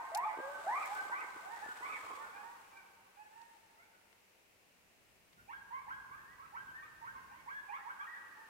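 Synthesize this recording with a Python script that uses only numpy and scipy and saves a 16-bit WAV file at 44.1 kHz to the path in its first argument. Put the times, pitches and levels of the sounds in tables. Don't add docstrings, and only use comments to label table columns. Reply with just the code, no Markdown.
import sys
import numpy as np
from scipy import signal
from scipy.fft import rfft, irfft, next_fast_len
from scipy.io import wavfile
from scipy.ndimage import uniform_filter1d, map_coordinates

SR = 44100
rng = np.random.default_rng(int(sys.argv[2]) if len(sys.argv) > 2 else 0)


def unload_audio(sound):
    columns = np.transpose(np.atleast_2d(sound))
    steps = np.round(np.clip(columns, -1, 1) * 32767)
    wavfile.write(sys.argv[1], SR, steps.astype(np.int16))


N = 374409
T = np.arange(N) / SR


def undb(db):
    return 10 ** (np.asarray(db) / 20)


def curve(points):
    return np.interp(T, *np.transpose(points))


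def gain_at(spectrum, hz):
    points_hz, db = np.transpose(spectrum)
    return undb(np.interp(np.log(hz + 1), np.log(points_hz), db))


def coloured(spectrum, likeness=0., alike_hz=600):
    size = next_fast_len(N)
    hz = np.arange(size // 2 + 1) * SR / size
    mid, side = rfft(rng.standard_normal((2, size))) * gain_at(spectrum, hz)
    alike = np.clip(likeness, 0, .98) / (1 + (hz / alike_hz) ** 2)
    mid, side = mid * np.sqrt(1 + alike), side * np.sqrt(1 - alike)
    noise = irfft(np.array([mid + side, mid - side]), size)[:, :N]
    return noise / np.sqrt(np.mean(noise ** 2) + 1e-20)


def wander(rate_hz, size=N):
    hold = max(int(SR / rate_hz), 2)
    steps = np.repeat(rng.standard_normal(size // hold + 2), hold)
    return uniform_filter1d(uniform_filter1d(steps, hold), hold)[:size] * np.sqrt(2)


def pan(left_db):
    return undb(np.array([[left_db], [-left_db]]) / 2)


def add(out, start_s, sound):
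    start = int(start_s * SR)
    part = sound[..., :max(out.shape[-1] - start, 0)]
    out[..., start:start + part.shape[-1]] += part


def burst(centre_hz, width_octaves, decay_s):
    t = np.arange(SR // 10) / SR
    edges_hz = np.clip(centre_hz * 2. ** (np.array([-1, 1]) * width_octaves / 2), 20, .45 * SR)
    noise = rng.standard_normal((2, len(t))) * np.exp(-t / decay_s)
    band = signal.sosfilt(signal.butter(2, edges_hz, "band", fs=SR, output="sos"), noise)
    return band / np.abs(band).max()


# frequency_hz, level_db
HISS_SPECTRUM = [(20, -7), (50, -5), (100, 1), (150, -6.5), (190, 3), (240, -1), (400, 2.5), (700, 2),
                 (1300, -3), (2200, 1), (2700, 1), (3300, -6.5), (8000, -10), (15500, -13)]
# time_s, level_db
HISS_LEVELS = [(0, -64.5), (2.6, -64), (3, -67.5), (4.8, -68.5), (8.49, -65)]


def forest_hiss():
    return undb(curve(HISS_LEVELS)) * pan(left_db=1) * coloured(HISS_SPECTRUM, likeness=.57, alike_hz=486)


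# frequency_hz, level_db
WIND_SPECTRUM = [(20, -23), (52, 2), (85, -2.5), (125, 0), (200, -3), (400, -12.5), (900, -28)]


def wind_gust(level_db=-70.5, full_s=5.53, hold_s=1.87, rise_db_per_s=17, fall_db_per_s=24):
    rise_db = -rise_db_per_s * np.maximum(full_s - T, 0)
    fall_db = -fall_db_per_s * np.maximum(T - full_s - hold_s, 0)
    envelope = undb(level_db + rise_db + fall_db + 1.5 * wander(8.2))
    return envelope * coloured(WIND_SPECTRUM, likeness=.47, alike_hz=700)


# frequency_hz, level_db
SLEEVE_SPECTRUM = [(500, -18.5), (1500, 9), (2500, -0.5), (4000, -4.5), (6000, -9), (8000, -3.5),
                   (10500, -13.5), (15500, -15.5)]
# time_s, relative_level_db
SLEEVE_LEVELS = [(0.2, -72), (0.23, -74.5), (0.93, -61), (1.18, -69.5), (2.05, -66), (2.64, -79.5),
                 (3.04, -89), (3.41, -78.5), (3.82, -88), (4.2, -84)]


def sleeve_rustle(gain_db=8, grain_db=1.5):
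    level_db = curve(SLEEVE_LEVELS) + gain_db + grain_db * wander(300)
    fade = np.clip((SLEEVE_LEVELS[-1][0] - T) / .5, 0, 1)
    return coloured(SLEEVE_SPECTRUM) * pan(left_db=5) * undb(level_db) * fade


# frequency_hz, level_db
GRIP_SPECTRUM = [(25, -46), (75, -11), (140, -23.5), (260, -9.5), (430, -3), (650, -4.5), (1200, 4.5),
                 (3000, -44)]
# time_s, relative_level_db
GRIP_LEVELS = [(0.45, -70), (0.78, -68), (1.66, -71), (1.9, -66.5), (2.08, -63.5), (2.54, -77.5),
               (2.86, -81), (4.2, -82)]


def grip_rub(gain_db=11, stick_slip_db=3, settled_s=2.85):
    level_db = curve(GRIP_LEVELS) + gain_db + stick_slip_db * wander(60)
    fade = np.clip((settled_s - T) / .5, 0, 1)
    return coloured(GRIP_SPECTRUM, likeness=1, alike_hz=1230) * undb(level_db) * fade


# start_s, level_db, pitch_hz
FINGER_BUMPS = [(.372, -35.5, 450), (0.386, -38, 403), (0.398, -38, 430), (.412, -53, 483),
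                (1.096, -36.5, 620), (1.241, -50, 390), (1.361, -45.5, 397), (1.658, -37.5, 518),
                (1.686, -50, 318), (1.806, -50, 350.3), (2.134, -47, 409)]


def finger_bumps():
    out = np.zeros((2, N))
    for start_s, level_db, pitch_hz in FINGER_BUMPS:
        mid, side = burst(pitch_hz, width_octaves=1.3, decay_s=.0032)
        add(out, start_s, undb(level_db) * np.array([mid + .16 * side, mid - .16 * side]))
    return out


# start_s, relative_level_db, centre_hz
HANDLING_CLICKS = [(.148, -35.5, 4840), (0.152, -49, 5900), (.173, -41.5, 8900), (.858, -48, 7850),
                   (0.948, -53, 7900), (1.562, -58, 4660), (2.772, -63, 4020), (3.416, -61, 3160),
                   (3.567, -69, 2145), (3.84, -66, 2000), (4.128, -61, 1890), (5.329, -62, 2000)]


def handling_clicks(gain_db=6):
    out = np.zeros((2, N))
    for start_s, level_db, centre_hz in HANDLING_CLICKS:
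        click = burst(centre_hz, width_octaves=2.14, decay_s=.0052)
        add(out, start_s, undb(level_db + gain_db) * pan(left_db=4) * click)
    return out


# delay_s, spread_s, level_against_tail_db
SLOPE_ECHOES = [(0.079, 0.1, -12.5), (.21, 0.12, -12), (.36, 0.065, -17.5)]
# time_s, lag_s
LEFT_PORT_LAG = [(0, .00016), (.7, .00008), (1.2, .00036), (8.49, .00038)]


def across_hills(voices, direct_db, trunks_db, trunks_s, tail_t60_s, tail_db=-5):
    t = np.arange(int(2.5 * SR)) / SR
    trunks = np.exp(-t / trunks_s)
    tail = undb(-60 * t / tail_t60_s) * (1 - trunks)
    paths = [(trunks_db, trunks), (tail_db, tail)]
    for delay_s, spread_s, echo_db in SLOPE_ECHOES:
        paths.append((tail_db + echo_db, np.exp(-((t - delay_s) / spread_s) ** 2)))
    power = sum(undb(db) ** 2 * shape ** 2 / np.sum(shape ** 2) for db, shape in paths)
    response = np.sqrt(power) * rng.standard_normal((2, len(t)))
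    scattered = signal.fftconvolve(voices[None], response, axes=1)[:, :len(voices)]
    right = voices[-N:]
    left = map_coordinates(right, [(T - curve(LEFT_PORT_LAG)) * SR], order=3)
    return undb(direct_db) * np.array([left, right]) + scattered[:, -N:]


# frequency_hz, gain_db
THROAT_RESONANCE = [(900, -19), (1350, 1.5), (1650, -0.5), (2200, 6.5), (2500, -3.5), (2800, -9),
                    (3350, -13), (3550, -8), (4400, -43)]


def coyote_voice(contour, second_db, third_db, rasp, shimmer_db=2, edge_s=.01008):
    time_s, pitch_hz, level_db = contour
    t = np.arange(time_s[0] - edge_s / 2, time_s[-1] + edge_s / 2, 1 / SR)
    pitch = uniform_filter1d(np.interp(t, time_s, pitch_hz), size=400)
    sweep = np.tanh(np.gradient(np.log(pitch)) * SR / 4)
    crack = np.maximum(-sweep, 0)
    strain = .35 + np.abs(sweep) + 2 * crack
    jitter = rasp * strain * wander(350, len(t))
    waver = .005 * wander(35, len(t))
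    pitch = pitch * (1 + jitter + waver)
    phase = 2 * np.pi * np.cumsum(pitch) / SR
    overtones = sum(undb(db) * gain_at(THROAT_RESONANCE, k * pitch) * np.sin(k * phase)
                    for k, db in ((2, second_db), (3, third_db)))
    gate = np.sin(np.pi / 2 * np.clip(np.minimum(t - t[0], t[-1] - t) / edge_s, 0, 1)) ** 2
    envelope = gate * undb(np.interp(t, time_s, level_db) + shimmer_db * wander(67.5, len(t)))
    return np.array([np.sin(phase), overtones * (1 + 2 * crack)]) * envelope


# start_s, length_s, pitch_hz, glide_semitones, level_db, second_harmonic_db, third_harmonic_db
FAR_HOWLS = [(-.25, 0.15, 1554, 1.5, -41, -28, -43), (-.14, .21, 923, 2, -38.5, -18, -28),
             (.0, 0.13, 1076, 1.5, -45.5, -18, -37), (0.244, .07, 884, 0.4, -33, -24, -40),
             (0.344, 0.16, 1616, 1.2, -45, -14, -50), (0.409, .21, 572, 2, -43, 2, -31),
             (.5, 0.16, 1537, -0.1, -45.5, -14.5, -50), (.89, .09, 842.6, 2, -36, -18, -37),
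             (.95, 0.16, 1555, 0.9, -39.5, -28, -33), (1.11, 0.084, 1532, 0.3, -39, -20, -33),
             (1.61, 0.079, 872, 1.6, -42.5, -4, -24), (1.66, 0.13, 1480, 0.5, -43.5, -23, -29),
             (2.048, 0.2, 1120, 2.3, -44, -26, -14), (2.11, 0.15, 520.5, 5.5, -57.5, -3, -17),
             (2.198, 0.072, 904, -1, -44.5, -15.5, -30), (2.2, .13, 1488, 1, -48.5, -28, -27),
             (2.325, 0.13, 827, 1.64, -50, -2.5, -12), (2.408, 0.16, 943, 1.5, -46, -16.5, -34),
             (2.73, 0.077, 788.6, -1, -55.5, -1.5, -5.5), (3.17, 0.086, 856, 0.8, -48, -11.5, -14),
             (3.321, 0.202, 924.6, 0.2, -50.5, -18, -25.5), (3.772, 0.096, 743, 4.5, -70, 5.5, 0),
             (3.918, 0.073, 708, -3.5, -74.5, 1, -15), (5.376, 0.069, 1520, 1.5, -61, -16, -17),
             (5.707, 0.12, 1077, 4.5, -39, -20, -24), (6.261, 0.1107, 1927, 1.5, -56.5, -25, -40),
             (6.65, 0.12, 1550, -0.1, -50, -15, -36), (6.73, 0.151, 1847, 1.7, -47.5, -23, -32),
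             (7.141, 0.055, 1067, -2, -47, -26, -31), (7.995, 0.042, 1608, -1.2, -41, -14.5, -33),
             (8.125, .11, 1696, -4.5, -45.5, -25, -40), (8.36, .12, 897, 0.9, -53, -8, -26)]


def howl(length_s, pitch_hz, glide_semitones, level_db, arch_semitones=.65):
    along = np.linspace(0, 1, 100)
    semitones = glide_semitones * (along - .5) - arch_semitones * (2 * along - 1) ** 2
    swell_db = np.interp(along, [0, .33, 1], [-8, 0, -13])
    return along * length_s, pitch_hz * 2 ** (semitones / 12), level_db + swell_db


# start_s, climb_s, hold_s, from_hz, held_hz,
# climb_db, held_db, second_harmonic_db, third_harmonic_db
FAR_YIPS = [(5.477, 0.053, 0.1, 784, 1683, -44.5, -45.5, -15, -13),
            (5.866, 0.041, 0.11, 799, 1656, -41.5, -40.5, -17, -35),
            (6.101, 0.063, 0.1, 1069, 1820, -44, -54.5, -21.5, -23),
            (6.523, 0.045, 0.084, 798, 1637, -43, -42.5, -17, -42),
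            (7.011, 0.063, 0.057, 864, 1642, -45, -45, -19, -37),
            (7.461, 0.044, 0.12, 854, 1713, -40, -42, -17, -28),
            (7.681, .105, .075, 794, 1967, -41.5, -53, -14.5, -14.5),
            (7.85, 0.049, 0.035, 818, 1629, -38.5, -40, -19, -33),
            (7.996, 0.072, 0.1, 1106, 1963, -44.5, -42.5, -16.5, -40)]


def yip(climb_s, hold_s, from_hz, held_hz, climb_db, held_db, break_share=.73, attack_s=.018):
    t = np.linspace(0, climb_s + hold_s, 100)
    up, held = np.clip(t / climb_s, 0, 1), np.clip((t - climb_s) / hold_s, 0, 1)
    low_hz = from_hz + (break_share * held_hz - from_hz) * up ** 1.6
    low_db = climb_db - 14.5 * np.maximum(1 - t / attack_s, 0) - 7 * up ** 2
    scoop = .0917 * np.exp(-held * hold_s / .025)
    sag = .018 * held ** 2
    high_hz = held_hz * (1 - scoop - sag)
    high_db = held_db - 12.5 * held ** 2
    return t, np.where(t < climb_s, low_hz, high_hz), np.where(t < climb_s, low_db, high_db)


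# start_s, rise_s, collapse_s, from_hz, top_hz, end_hz,
# level_db, rise_change_db, second_harmonic_db, third_harmonic_db
FAR_YELPS = [(-.5, 0.22, 0.021, 650, 1206, 855, -29.5, -11, -15, -32),
             (.119, .15, .075, 629.7, 1240, 620, -31, -10.5, -18, -24),
             (.642, .175, .04, 634.5, 1281, 826, -32, -7, -13, -32),
             (1.085, 0.12, 0.033, 761.3, 1271, 915, -38, -5.5, -12, -26),
             (1.432, 0.13, 0.031, 669, 967, 722, -42, -5.5, -11, -32),
             (1.8, 0.12, .055, 902.5, 1269, 855, -43, 1, -11, -17),
             (6.369, .085, 0.022, 898, 1361, 1090, -51, -5, -21, -26),
             (6.8, 0.058, 0.013, 980, 1271, 1050, -45, -11.5, -14.5, -12),
             (7.29, 0.1, 0.017, 759, 1076, 890, -48.5, -9, -12, -11.5)]


def yelp(rise_s, collapse_s, from_hz, top_hz, end_hz, level_db, change_db, lead_s=.019, attack_s=.0076):
    t = np.linspace(0, rise_s + collapse_s, 100)
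    up, down = np.clip(t / rise_s, 0, 1), np.clip((t - rise_s) / collapse_s, 0, 1)
    rising_hz = top_hz - (top_hz - from_hz) * (1 - up ** 1.3) ** 1.6
    pitch_hz = rising_hz + (end_hz - top_hz) * down ** 1.3
    mouth_db = 1.5 * np.exp(-((rising_hz - 835) / 146) ** 2)
    effort_db = np.interp(t, [lead_s, lead_s + attack_s], [-14, 0]) + change_db * up - 8 * down
    return t, pitch_hz, level_db + effort_db + mouth_db


def coyote_pack(lead_s=1, overtone_db=1):
    voices = np.zeros((2, lead_s * SR + N))
    for contour, calls, rasp in ((yelp, FAR_YELPS, .022), (yip, FAR_YIPS, .02), (howl, FAR_HOWLS, .016)):
        for start_s, *shape, second_db, third_db in calls:
            add(voices, lead_s + start_s - .005, coyote_voice(contour(*shape), second_db, third_db, rasp))
    fundamentals, overtones = voices
    low = across_hills(fundamentals, direct_db=-1, trunks_db=-4, trunks_s=.02, tail_t60_s=2.5)
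    high = across_hills(overtones, direct_db=-7, trunks_db=0, trunks_s=.028, tail_t60_s=1.6)
    return pan(left_db=-1) * (low + undb(overtone_db) * high)


def scene():
    far = coyote_pack()
    close = sleeve_rustle() + grip_rub() + finger_bumps() + handling_clicks()
    return far + close + wind_gust() + forest_hiss()


def record(dry, top_hz=15800):
    return signal.sosfilt(signal.ellip(10, .2, 70, top_hz, fs=SR, output="sos"), dry)


dry = scene()
out = record(dry)
unload_audio(out)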